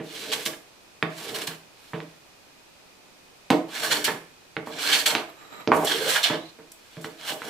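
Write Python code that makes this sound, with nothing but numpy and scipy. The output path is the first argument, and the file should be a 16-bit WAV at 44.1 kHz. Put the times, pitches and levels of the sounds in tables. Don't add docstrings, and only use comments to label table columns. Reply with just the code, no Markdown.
import sys
import numpy as np
from scipy import signal
from scipy.fft import rfft, irfft, next_fast_len
from scipy.io import wavfile

SR = 44100
rng = np.random.default_rng(int(sys.argv[2]) if len(sys.argv) > 2 else 0)


def persist_wave(psi):
    counts = np.round(np.clip(psi, -1, 1) * 32767).astype(np.int16)
    wavfile.write(sys.argv[1], SR, np.atleast_2d(counts).T)


N = 330309

# (f/Hz, width/Hz, level/dB)
IRON_MODES = [(1632, 210, 6.5), (2157, 173, -6.5), (2956, 177, -1), (3350, 300, -1), (4240, 140, 1.5),
              (5610, 230, -3.5), (7310, 200, -4)]
# (t/s, rasp level/dB, groan of the board level/dB)
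PUSHES_AND_SHUDDER = [
    [(.03, -56.5, -66), (.135, -40, -46), (.3, -39, -39), (.38, -37.5, -37.5), (.448, -43.5, -61)],
    [(1.1, -53, -91), (1.21, -37.5, -45.5), (1.33, -43.5, -35), (1.44, -38, -37.5), (1.466, -50, -50)],
    [(3.68, -59, -44.5), (3.75, -38.5, -45), (3.83, -35, -35), (3.98, -38.5, -32), (4.035, -44, -47)],
    [(4.665, -51, -77), (4.75, -46.5, -41), (4.8, -34, -43), (4.95, -23, -35.5), (5.0, -30.5, -41),
     (5.045, -45, -39.5)],
    [(5.72, -43.5, -20.5), (5.8, -45, -26), (5.85, -42, -26.5)],
    [(5.855, -41, -53), (5.92, -33.5, -35), (6.0, -39.5, -33), (6.08, -30.5, -31), (6.17, -28, -51),
     (6.2, -41.5, -52), (6.228, -44, -38)],
    [(7.15, -83, -68), (7.2, -49, -60), (7.235, -51, -56), (7.3, -30.5, -41.5), (7.33, -38, -29.5),
     (7.37, -62, -43), (7.41, -50.5, -51), (7.49, -40.5, -36)],
]
# (t/s, break level/dB, break length/s, run-out level/dB, run-out length/s, groan level/dB)
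BREAK_OUTS = [(0.452, -24, 0.02, -33, 0.066, -35), (1.469, -26, 0.016, -32.5, 0.058, -40),
              (4.04, -20, 0.023, -33.5, 0.1, -24.5), (5.056, -18, 0.024, -27, 0.15, -23),
              (6.229, -20, 0.024, -23.5, 0.11, -29)]


def from_db(db):
    return 10 ** (np.asarray(db) / 20)


def rms_one(x):
    return x / np.sqrt(np.mean(x ** 2) + 1e-20)


def in_time(rows):
    s, level, *rest = np.transpose(rows)
    t = np.arange(N) / SR
    faded = np.interp(t, np.r_[s[0] - .02, s, s[-1] + .02], np.r_[-100, level, -100])
    return [from_db(faded)] + [np.interp(t, s, c) for c in rest]


def at_hz(points, hz):
    f, value = np.transpose(points)
    return np.interp(np.log(hz), np.log(f), value)


def spectrum_hz(size):
    return np.maximum(np.arange(size // 2 + 1) * SR / size, 1)


def lowpass(x, order, top_hz):
    return signal.sosfilt(signal.butter(order, top_hz, fs=SR, output="sos"), x)


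def band(x, low_hz, high_hz):
    return signal.sosfilt(signal.butter(2, [low_hz, high_hz], "band", fs=SR, output="sos"), x)


def drift(rate_hz):
    r = np.exp(-80 * np.pi * rate_hz / SR)
    noise = rng.standard_normal(N // 40 + 2002)
    slow = signal.lfilter([1], [1, -2 * r, r * r], noise)[2000:]
    return np.interp(np.arange(N) / 40, np.arange(len(slow)), rms_one(slow))


def resonance(x, hz, width):
    r = np.exp(-np.pi * width / SR)
    poles = [1, -2 * r * np.cos(2 * np.pi * hz / SR), r * r]
    return signal.lfilter([(1 - r * r) / 2, 0, (r * r - 1) / 2], poles, x)


def gliding(x, hz, width):
    r = np.exp(-np.pi * width / SR)
    turn = np.exp(2j * np.pi * np.cumsum(hz) / SR)
    return 2 * np.real(signal.lfilter([1 - r], [1, -r], x / turn) * turn)


def ring(force, hz, t60):
    r = from_db(-60 / (t60 * SR))
    w = 2 * np.pi * hz / SR
    return signal.lfilter([0, np.sin(w)], [1, -2 * r * np.cos(w), r * r], force + 1e-18)


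def coloured_pair(pair, spectrum, likeness):
    size = next_fast_len(N)
    hz = spectrum_hz(size)
    mid, side = rfft(pair, size) * from_db(at_hz(spectrum, hz))
    alike = np.clip(at_hz(likeness, hz), 0, 1)
    left_right = np.sqrt(1 + alike) * mid + np.sqrt(1 - alike) * side * [[1], [-1]]
    return rms_one(irfft(left_right, size)[:, :N])


def tearing(per_s, spread_db):
    hardness_db = spread_db * np.minimum(rng.exponential(1, (2, N)), 5)
    sizes = from_db(hardness_db) * rng.choice([-1, 1], (2, N))
    return rms_one(sizes * (rng.random((2, N)) < per_s / SR))


def burst(s, level_db, length):
    out, first = np.zeros(N), int(s * SR)
    u = np.arange(min(SR, N - first)) / SR / (length + 0.0018)
    out[first:first + SR] = from_db(level_db) * (1 - np.exp(-3.5 * u)) * np.exp(-u * u)
    return out


def run_out(s, length):
    slide_in_s, sag_db_per_s, lift_s = 0.047, 116, 0.036
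    u = np.maximum(np.arange(N) / SR - s, 0)
    lifting = np.exp(-(np.maximum(u - length, 0) / lift_s) ** 2)
    return (1 - np.exp(-u / slide_in_s)) * from_db(-sag_db_per_s * u) * lifting


def colour_in_time():
    # (sole ring level/dB re rasp, bright hiss level/dB re rasp,
    # low, middle and high ring of the iron level/dB, groan start f/Hz, groan end f/Hz, groan breadth [0-1])
    colours = [(-10.5, -9, 1, -7, -11, 330, 500, 0.53), (-5, -8.5, -5, -11, -8, 450, 400, 0.51),
               (-2.5, -5.5, 9, 1.5, 6.5, 900, 310, 0.61), (-11, -7, 9, 0, 3.5, 500, 690, 1),
               (8, -2, -7, -4, -20, 680, 600, 0.96), (-2.5, -4, 8, 7.5, 5, 300, 700, 0.03),
               (-2, -6, 0.5, 0, -0.5, 710, 430, 0.69)]
    spans = [(rows[0][0], rows[-1][0]) for rows in PUSHES_AND_SHUDDER]
    t = np.arange(N) / SR
    which = np.maximum(np.searchsorted([start for start, _ in spans], t) - 1, 0)
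    start, end = np.transpose(spans)[:, which]
    table = np.transpose(colours)
    along = np.clip((t - start) / (end - start), 0, 1)
    first_hz, last_hz, breadth = table[5:, which]
    gains = from_db(table[:5])[:, which]
    return gains, first_hz + along * (last_hz - first_hz), np.clip(breadth, 0, 1)


def bench(deep, hollow):
    # (f/Hz, level/dB, t60/s)
    bench_modes = [(161.2, 0, 0.21), (258.7, -14, 0.19), (329.3, 6, 0.084), (447.5, 3.5, 0.057),
                   (537, 1.5, 0.024), (623, 4, 0.039), (854, -17, 0.023)]
    return sum(from_db(db) * ring(deep if hz < 200 else hollow, hz, t60) for hz, db, t60 in bench_modes)


def hiss():
    # (f/Hz, level/dB)
    hiss_colour = [(60, -2), (150, 1), (350, 3.5), (700, 2), (1660, -3), (4670, -4.5), (16000, -19)]
    # (f/Hz, likeness [0-1])
    hiss_likeness = [(60, 0.44), (4000, 0)]
    # (f/Hz, width/Hz, level/dB)
    whistles = [(2476, 120, 1), (13500, 40, -1)]
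    level_db, left_minus_right_db = -53.5, -1.5
    noise = coloured_pair(rng.standard_normal((2, N)), hiss_colour, hiss_likeness)
    tones = sum(from_db(db) * resonance(noise, hz, width) for hz, width, db in whistles)
    return from_db(level_db + left_minus_right_db * np.array([[.5], [-.5]])) * (noise + tones)


def knocks():
    # (t/s, crack level/dB, crack f/Hz, clatter level/dB, deep thud level/dB, hollow knock level/dB)
    landings = [(0.0, -52, 1420, -41.5, -29, -34), (.462, -7.5, 3100, -54, -33, -36.5),
                (1.0265, -4, 1800, -38, -18, -30), (1.477, -15, 2500, -58, -29.5, -44.5),
                (1.934, -18, 1500, -35.5, -21.5, -34.5), (2.003, -22, 2020, -48, -36, -44.5),
                (3.5031, -4, 3020, -24.5, -19.5, -21), (3.5071, -7, 770, -26, -46, -17.5),
                (4.078, -7.5, 1270, -24.5, -27.5, -55), (4.567, -11, 1590, -41, -27, -35),
                (4.672, -21, 940, -40, -41, -36.5), (5.151, -2, 2300, -26, -54, -32.5),
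                (5.6746, -6.5, 2300, -53, -23, -19.5), (5.7179, 2.5, 1090, -20.5, -36, -26.5),
                (6.30, -14.5, 910, -25.5, -23, -24.5), (6.588, -58, 890, -50, -42, -47.5),
                (6.969, -30, 1860, -62, -26.5, -41), (7.045, -18.5, 1590, -60, -36, -38),
                (7.212, -25, 3330, -64, -58, -53), (7.419, -20.5, 1420, -41, -58, -47)]
    rattle_db = -27.5
    clatter_top_hz = 4930
    crack, deep, hollow = np.zeros((3, N + SR))
    u = np.arange(int(.3 * SR)) / SR
    chance = rng.standard_normal((len(landings), 2, len(u)))
    thud = u * np.exp(-u / 0.00087)
    thud = thud / thud.sum()
    blow = np.exp(-u / 0.0002) * u / 0.00026 ** 2 / SR
    rattle_swell = np.sqrt(u / 0.013) * np.exp(-u / 0.022)
    for (s, crack_db, hz, clatter_db, deep_db, hollow_db), (noise, rattle) in zip(landings, chance):
        i = slice(round(s * SR), round(s * SR) + len(u))
        cycles = hz * u
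        tick = 6 * cycles * np.exp(-3.0 * cycles) * np.sin(2 * np.pi * cycles)
        clatter = rms_one(band(band(noise, hz / 7.0, 4.8 * hz), hz / 12.0, 1.93 * hz))
        sharp = from_db(crack_db) * (tick + from_db(-12.5) * clatter * np.exp(-u / 0.0022))
        iron = sum(from_db(db) * resonance(clatter, *mode) for *mode, db in IRON_MODES[:5])
        clatter = lowpass(clatter, 4, clatter_top_hz) + from_db(-18.5) * iron
        lingering = from_db(clatter_db) * rms_one(clatter) * np.exp(-u / 0.025)
        crack[i] += lowpass(sharp + lingering, 6, 2.67 * hz)
        deep[i] += from_db(deep_db) * thud
        hollow[i] += from_db(hollow_db + rattle_db) * rattle * rattle_swell
        hollow[i] += from_db(hollow_db) * blow
    return crack[:N] + bench(deep[:N], hollow[:N])


def cut():
    # (t/s, level/dB, length/s)
    hard_grain = [(0.317, -26, 0.0072), (0.324, -21.5, 0.016), (1.28, -31.5, 0.017), (1.341, -28.5, 0.025),
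                  (1.384, -32, 0.0085), (1.412, -31, 0.013), (3.829, -38, 0.025), (3.908, -26, 0.028),
                  (3.956, -41, 0.01), (4.113, -49, 0.0065), (5.099, -25, 0.015), (6.089, -35, 0.027),
                  (6.28, -43, 0.022)]
    # (t/s, level/dB, length/s)
    sole_brushes = [(1.73, -52.5, 0.31), (6.762, -58, 0.62), (7.039, -44.5, 0.02)]
    # (t/s, level/dB, length/s)
    bright_hisses = [(1.03, -44, .003), (3.504, -22, 0.0023), (3.51, -37, .0015), (5.738, -36, 0.04),
                     (5.845, -24.5, 0.011), (6.717, -41, 0.0045), (7.01, -46.5, 0.019)]
    # (f/Hz, level/dB)
    fibre_colour = [(410, 12), (750, 3.5), (1600, -5.5), (4700, -3), (8000, 0), (16000, -5)]
    # (f/Hz, likeness [0-1])
    rasp_likeness = [(700, 0.61), (3770, 0.49), (15000, 0.49)]
    ring_borders = [2500, 4000]
    ring_drift_db, ring_flicker_db = 2.5, 2.5
    ring_stray, ring_stray_hz = 0.015, 4
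    exit_sole_db, exit_hiss_db, run_out_sole_db = -13, -4.5, -2

    sole_gain, hiss_gain, *ring_gains = colour_in_time()[0]
    torn = coloured_pair(tearing(3500, spread_db=1.0), fibre_colour, rasp_likeness)
    sound = torn
    for hz, width, db in IRON_MODES:
        ring_db = db + ring_flicker_db * drift(25.0) + ring_drift_db * drift(12.5)
        gain = from_db(ring_db) * ring_gains[np.searchsorted(ring_borders, hz)]
        sound = sound + gain * gliding(torn, hz * (1 + ring_stray * drift(ring_stray_hz)), width)
    sound = sound * from_db(0.92 * drift(27) + 0.5 * drift(250))

    contact = sum(in_time(rows)[0] for rows in PUSHES_AND_SHUDDER)
    contact = contact + sum(burst(*row) for row in [*hard_grain, *sole_brushes])
    breaks = sum(burst(*row[:3]) for row in BREAK_OUTS)
    slide = sum(from_db(db) * run_out(s, length) for s, _, _, db, length, _ in BREAK_OUTS)
    sole = contact * sole_gain + breaks * from_db(exit_sole_db) + slide * from_db(run_out_sole_db)
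    bright = contact * hiss_gain + breaks * from_db(exit_hiss_db)
    bright = bright + sum(burst(*row) for row in bright_hisses)
    rasp = -(contact + breaks + slide)
    # (gain, low f/Hz, high f/Hz, flicker/dB)
    layers = [(sole, 800, 2300, 1.5), (rasp, 2300, 4600, 1.5), (bright, 5400, 17000, 2.2)]
    return sum(gain * from_db(flicker_db * drift(18)) * rms_one(band(sound, low_hz, high_hz))
               for gain, low_hz, high_hz, flicker_db in layers)


def rumble():
    level = sum(in_time(np.array(rows)[:, ::2])[0] for rows in PUSHES_AND_SHUDDER)
    level = level + sum(from_db(db) * run_out(s, length) for s, *_, length, db in BREAK_OUTS)
    _, hz, breadth = colour_in_time()
    groan_noise, shake = rng.standard_normal((2, N))
    narrow, wide = (rms_one(lowpass(groan_noise, 2, top_hz)) for top_hz in (55, 300))
    slow = (1 - breadth) * narrow + breadth * wide
    groan = slow * np.cos(2 * np.pi * np.cumsum(hz) / SR)
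    force = level * shake
    shaken = bench(from_db(-3.5) * force, force) / np.std(bench(shake, shake))
    return level * groan + from_db(-8.5) * shaken


def drag():
    # (t/s, level/dB)
    drag_level = [(5.29, -50.5), (5.34, -69), (5.39, -58), (5.55, -49), (5.61, -49), (5.66, -59)]
    # (f/Hz, width/Hz, level/dB)
    sole_modes = [(1210, 180, 1.5), (2360, 90, -14), (3880, 110, -3), (7400, 430, -5.5), (11940, 340, -7)]
    # (t/s, level/dB, length/s, first f/Hz, rise [Hz per s])
    s, squeak_db, length, first_hz, rise = (5.51, -47, 1.5, 1547, 2500)
    skim = tearing(5000, spread_db=2) * from_db(2.5 * drift(25))
    rings = 0
    for hz, width, db in sole_modes:
        mode = resonance(resonance(skim, hz, width), hz, width)
        rings = rings + from_db(db + 2.2 * drift(21.0)) * rms_one(mode)
    scrape = from_db(3.5) * rms_one(band(skim, 110, 1830))
    squeak_hz = first_hz + rise * np.clip(np.arange(N) / SR - s, 0, 2 * length)
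    squeak = burst(s, squeak_db, length) * rms_one(gliding(skim, squeak_hz, 300))
    return in_time(drag_level)[0] * (rms_one(rings) + scrape) + squeak


def shop(x):
    # (f/Hz, t60/s, level/dB)
    shop_decay = [(185, 0.38, -5.5), (482, 0.35, -1.5), (1320, 0.44, -10), (3550, 0.26, -13),
                  (10200, 0.34, -5.5)]
    u = np.arange(int(.6 * SR)) / SR
    tail = 0
    for hz, t60, db in shop_decay:
        noise = band(rng.standard_normal((2, len(u))), hz / 1.37, hz * 2.13)
        mid, side = noise * from_db(-60 * u / t60) * (u > .004)
        width = 2 * (hz * 2.57 - hz / 1.58) / SR
        apart = np.clip(hz / 1500, 0, 1)
        scale = np.sqrt(width / np.sum(mid ** 2))
        tail = tail + from_db(db) * (mid + apart * side * [[1], [-1]]) * scale
    return signal.fftconvolve(x, tail, axes=1)[:, :N]


def microphone_lean(work):
    # (f/Hz, left minus right level/dB)
    pair_lean = [(200, -2), (1650, -4.5), (4970, -4), (15000, 3)]
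    size = next_fast_len(N)
    lean_db = at_hz(pair_lean, spectrum_hz(size)) * [[.5], [-.5]]
    return irfft(rfft(work, size) * from_db(lean_db), size)[:, :N]


def scene():
    work = knocks() + cut() + rumble() + drag()
    work = work + shop(work.mean(axis=0)[None])
    work = signal.sosfilt(signal.butter(4, 128, "high", fs=SR, output="sos"), work)
    return microphone_lean(work) + hiss()


def record(dry):
    cutoff_hz = 16300
    return signal.sosfilt(signal.cheby2(14, 70, cutoff_hz, fs=SR, output="sos"), np.tanh(dry))


dry = scene()
out = record(dry)
persist_wave(out)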